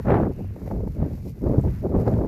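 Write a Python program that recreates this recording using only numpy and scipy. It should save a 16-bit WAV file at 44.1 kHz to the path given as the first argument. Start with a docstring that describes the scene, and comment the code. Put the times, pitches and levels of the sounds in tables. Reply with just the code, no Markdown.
"""A fluttering roar of blizzard wind on a hand-held microphone, over a deep rumble from large eddies.
The roar is bands of noise that follow the wind force; head-on gusts and short puffs lift its treble,
most of all in the first gust. Big eddies thump the port as brief swings of pressure.
Behind it coloured noise makes the far storm's rush and the hiss of dry snow, with grains in it;
a thin airy whistle comes in the first lull, and a few coarser grains tick on the housing."""
import sys
import numpy as np
from scipy import signal
from scipy.fft import rfft, irfft
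from scipy.io import wavfile

SR = 44100
rng = np.random.default_rng(int(sys.argv[2]) if len(sys.argv) > 2 else 0)


def dump_mix(stems):
    """Bounce the given channels to the path in sys.argv[1] as a 16-bit WAV at rate SR."""
    frames = np.atleast_2d(stems).T  # one column per channel
    limited = np.clip(frames, -1, 1)  # hard clip at full scale
    pcm = np.round(limited * 32767).astype(np.int16)
    wavfile.write(sys.argv[1], SR, pcm)


N = 100503  # length in samples


def undb(db):
    """Decibels to gain."""
    return 10 ** (np.asarray(db) / 20)


def unit(x):
    """Scale to rms 1."""
    return x / np.sqrt(np.mean(x ** 2))


def curve(rows):
    """Join (time_s, value) rows by straight lines, one value per sample."""
    times, values = np.array(rows).T
    return np.interp(np.arange(N) / SR, times, values)


def frequencies():
    """Spectrum frequencies in Hz, held above zero so that they have a logarithm."""
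    return np.maximum(np.fft.rfftfreq(N, 1 / SR), 1)


def colour(x, points):
    """Filter by (freq_hz, relative_db) points, 90 dB down outside them; rms 1."""
    hz, db = np.array(points).T
    response_db = np.interp(np.log(frequencies()), np.log(hz), db, left=-90, right=-90)
    return unit(irfft(rfft(x) * undb(response_db), N))


def band(hz, octaves):
    """Noise in a bell around hz, octaves wide to each side; rms 1."""
    bell = np.exp(-.5 * (np.log2(frequencies() / hz) / octaves) ** 2)
    return unit(irfft(rfft(rng.standard_normal(N)) * bell, N))


def even(x, share):
    """Flatten part of a noise's chance swells, so that it follows the wind more closely; rms 1."""
    envelope = np.abs(signal.hilbert(x))
    return unit(x / (envelope + .2) ** share)


def walk(rate):
    """Smooth chance with about rate turns a second; rms 1."""
    f = np.fft.rfftfreq(N, 1 / SR)
    slow = np.exp(-2 * (f / rate) ** 2) * (f > 0)  # no constant offset
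    return unit(irfft(rfft(rng.standard_normal(N)) * slow, N))


def storm():
    """The distant rush is coloured noise that swells and sinks slowly."""
    # far storm colour: freq_hz, relative_db per Hz
    storm_colour = [(400, -2.5), (900, 6.5), (1400, 5.5), (1900, 4.5), (2600, -4), (3200, -10.5),
                    (4500, -12)]
    # far storm level: time_s, level_db before the trim
    storm_level = [(0, -69.5), (.4, -77), (.72, -73.5), (.85, -82.5), (1.05, -70.5), (1.3, -86),
                   (1.38, -78), (1.5, -77), (1.77, -69), (1.88, -79.5), (2.05, -71.5), (2.28, -75)]
    trim_db, swell_db = 12.5, -0.8
    level_db = curve(storm_level) + trim_db + swell_db * walk(20)
    return colour(rng.standard_normal(N), storm_colour) * undb(level_db)


def snow():
    """Blown snow is a fine hiss of noise with single random grains in it."""
    # snow level: time_s, level_db before the trim
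    hiss_level = [(0, -65.5), (.12, -63.5), (.29, -67), (.42, -66), (.5, -69), (.68, -63), (.84, -67.5),
                  (.93, -65.5), (1.02, -68), (1.14, -63), (1.22, -65), (1.29, -58.5), (1.34, -69),
                  (1.49, -63.5), (1.55, -64.5), (1.64, -62.5), (1.94, -67), (2.015, -60.5), (2.05, -64),
                  (2.085, -60.5), (2.16, -63.5), (2.28, -65.5)]
    # snow colour: freq_hz, relative_db per Hz
    hiss_colour = [(2000, 6), (3300, -6.5), (4600, -0.5), (7000, -4), (8600, -10), (10200, -6.5),
                   (12000, 0), (14200, -2)]
    trim_db, grains_per_s = -1.5, 1400
    grain_db, grain_spread_db = -1, 3.5  # grain level against the hiss, spread of grain strengths
    hit = rng.random(N) < grains_per_s / SR
    strength_db = grain_spread_db * np.minimum(rng.exponential(size=N), 5)
    grains = hit * rng.choice([-1, 1], N) * undb(strength_db)
    hiss = colour(rng.standard_normal(N), hiss_colour)
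    mixed = hiss + undb(grain_db) * colour(grains, hiss_colour)
    return mixed * undb(curve(hiss_level) + trim_db)


def whistle(t):
    """A narrow band of rushing air comes and goes in the first lull."""
    peak_s, half_s = .42, 0.13
    centre_hz, octaves, level_db = 2610, 0.15, -68
    swell = np.exp(-((t - peak_s) / half_s) ** 2)
    return band(centre_hz, octaves) * undb(level_db) * swell


def ticks(t):
    """Coarser grains strike the housing: bursts of band noise that start at once and die at once."""
    # grains on the housing: start_s, centre_hz, level_db before halving
    tick_rows = [(.6764, 2000, -43), (.879, 12500, -48), (1.295, 9800, -45), (1.612, 7500, -48),
                 (1.6836, 1900, -38), (2.011, 6000, -46), (2.081, 4700, -43), (2.138, 2000, -32)]
    decay_s, octaves = 0.0015, .4
    out = 0
    for start, hz, db in tick_rows:
        strike = (t >= start) * np.exp(-np.abs(t - start) / decay_s)
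        out = out + band(hz, octaves) * undb(db) / 2 * strike
    return out


def thumps(t):
    """A big eddy passes the port as a brief push and pull of pressure."""
    # big eddies: centre_s, pitch_hz, level_db of the sine before its envelope
    thump_rows = [(.123, 143, -17.5), (.185, 139, -14), (1.027, 137, -23), (1.585, 165, -9.5),
                  (1.97, 305, -24), (2.145, 108, -15)]
    half_cycles = .9  # half length of the envelope
    out = 0
    for when, hz, db in thump_rows:
        cycles = (t - when) * hz
        # the minus sign puts the push ahead of the pull
        out = out - undb(db) * np.sin(2 * np.pi * cycles) * np.exp(-(cycles / half_cycles) ** 2)
    return out


def rumble():
    """Large slow eddies push on the diaphragm: low noise that follows their strength."""
    # strength of the large eddies: time_s, level_db before the trim
    rumble_level = [(0, -33.5), (.06, -26.5), (.11, -17.5), (.195, -21), (.32, -31), (.52, -30.5),
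                    (.6, -44), (.645, -27), (.7, -31), (.76, -25), (.9, -26), (.96, -32), (1.025, -17),
                    (1.09, -33.5), (1.125, -27.5), (1.19, -34), (1.26, -32.5), (1.33, -32), (1.37, -41),
                    (1.445, -23.5), (1.515, -20), (1.55, -30), (1.585, -14), (1.62, -24.5), (1.665, -18),
                    (1.78, -31.5), (1.85, -24.5), (1.9, -28), (1.97, -15.5), (2.04, -27), (2.08, -19.5),
                    (2.12, -22.5), (2.16, -18.5), (2.28, -31.5)]
    # rumble colour: freq_hz, relative_db per Hz
    rumble_colour = [(18, -62), (30, -12), (50, -4), (90, -5), (125, -7.5), (180, -12.5), (300, -28.5)]
    trim_db, evenness = -1, 0.45
    eddies = even(colour(rng.standard_normal(N), rumble_colour), evenness)
    return eddies * undb(curve(rumble_level) + trim_db)


def head_on_gusts(t):
    """Head-on gusts tear at the port: treble lift in dB that rises and falls around each peak."""
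    # gusts: peak_s, rise_s, fall_s, lift_db
    tear_rows = [(0.123, 0.15, 0.14, 26.5), (2.08, 0.095, 0.069, 5)]
    lift_db = 0
    for peak, rise, fall, extra in tear_rows:
        side_s = np.where(t < peak, rise, fall)
        lift_db = lift_db + extra * np.exp(-((t - peak) / side_s) ** 2)
    return lift_db


def puffs(t):
    """Short puffs strike the port squarely: brief lifts in dB, or a dip where the value is negative."""
    # puffs: centre_s, half_length_s, lift_db
    puff_rows = [(0.295, 0.013, -7), (0.564, 0.0074, 18.5), (0.595, 0.0032, 11), (0.67, 0.011, 18),
                 (0.713, 0.0062, 22.5), (0.874, 0.0055, 15.5), (1.186, 0.015, 17.5), (1.957, 0.0082, 11),
                 (2.073, 0.016, 9.5), (2.219, 0.0042, 9)]
    lift_db = 0
    for when, half, extra in puff_rows:
        lift_db = lift_db + extra * np.exp(-((t - when) / half) ** 2)
    return lift_db


def roar(t):
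    """Smaller eddies come in shared bursts; each size grows with the wind force at its own rate."""
    # wind force at the port: time_s, force_db
    force_curve = [(0.0, -24.5), (0.025, -77), (0.055, -29), (0.115, -22), (0.2, -26), (0.235, -25.5),
                   (0.305, -28.5), (0.34, -54), (0.41, -32), (0.47, -58.5), (0.63, -40), (0.695, -41),
                   (0.715, -33), (0.74, -34.5), (0.835, -34.6), (0.945, -54), (0.965, -38), (1.03, -27),
                   (1.045, -36.5), (1.075, -36), (1.095, -47), (1.115, -33.5), (1.15, -44), (1.16, -45),
                   (1.19, -47.5), (1.23, -52), (1.265, -33.5), (1.335, -61), (1.375, -40), (1.4, -53),
                   (1.42, -33.5), (1.475, -18.5), (1.495, -26), (1.6, -25.5), (1.625, -51), (1.64, -23),
                   (1.685, -29.5), (1.715, -46.5), (1.805, -54.5), (1.84, -27.5), (1.865, -23.5),
                   (1.88, -38), (1.925, -23.6), (2.01, -23), (2.045, -34), (2.07, -24.5), (2.08, -23),
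                   (2.12, -24.5), (2.155, -26.5), (2.175, -26), (2.19, -23.5), (2.23, -28), (2.25, -23.5),
                   (2.275, -37)]
    # roar at the usual force: freq_hz, half_octave_band_level_db, growth in dB per dB of force
    roar_bands = [(140, -42.5, 1.14), (202, -33, 0.6758), (370, -35, 1.0), (676, -46, 1),
                  (1019, -60, 1.0769), (1481, -68.5, 0.84), (2315, -85, 1.0), (4700, -105.5, 1.0)]
    usual_force_db, evenness = -30, 0.7
    flutter_per_s, flutter_db = 253, 3  # shared by all bands
    flicker_db = 3.3  # separate in each band
    tear_from_hz, tear_full_hz = 320, 1720
    puff_from_hz, puff_full_hz = 350, 830

    hz, level_db, growth = np.array(roar_bands).T
    force_db = curve(force_curve) - usual_force_db + flutter_db * walk(flutter_per_s)
    tear_db, puff_db = head_on_gusts(t), puffs(t)

    def at(f, points_hz, values):
        """Read a value at f along a logarithmic frequency axis."""
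        return np.interp(np.log(f), np.log(points_hz), values)

    out = 0
    for f in 140 * 2 ** np.arange(0, 5.1, .5):  # half-octave steps over five octaves
        tear_share = at(f, [tear_from_hz, tear_full_hz], [0, 1])
        puff_share = at(f, [puff_from_hz, puff_full_hz], [0, 1])
        lift_db = tear_db * tear_share + puff_db * puff_share
        eddies = even(band(f, 1 / 4), evenness)
        flicker = flicker_db * walk(f / 4)  # smaller eddies flicker faster
        band_db = at(f, hz, level_db) + at(f, hz, growth) * force_db + lift_db + flicker
        out = out + eddies * undb(band_db)
    return out


def scene():
    """Wind on the port over storm and snow, in mono."""
    t = np.arange(N) / SR
    background = storm() + snow() + whistle(t) + ticks(t)
    wind = thumps(t) + rumble() + roar(t)
    return (background + wind)[None]


def record(dry):
    """The recorder cuts the top with a steep low-pass."""
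    top_hz = 14300
    low_pass = signal.ellip(10, .2, 70, top_hz, fs=SR, output="sos")  # .2 dB ripple, 70 dB stop
    return signal.sosfilt(low_pass, dry)


dry = scene()
out = record(dry)
dump_mix(out)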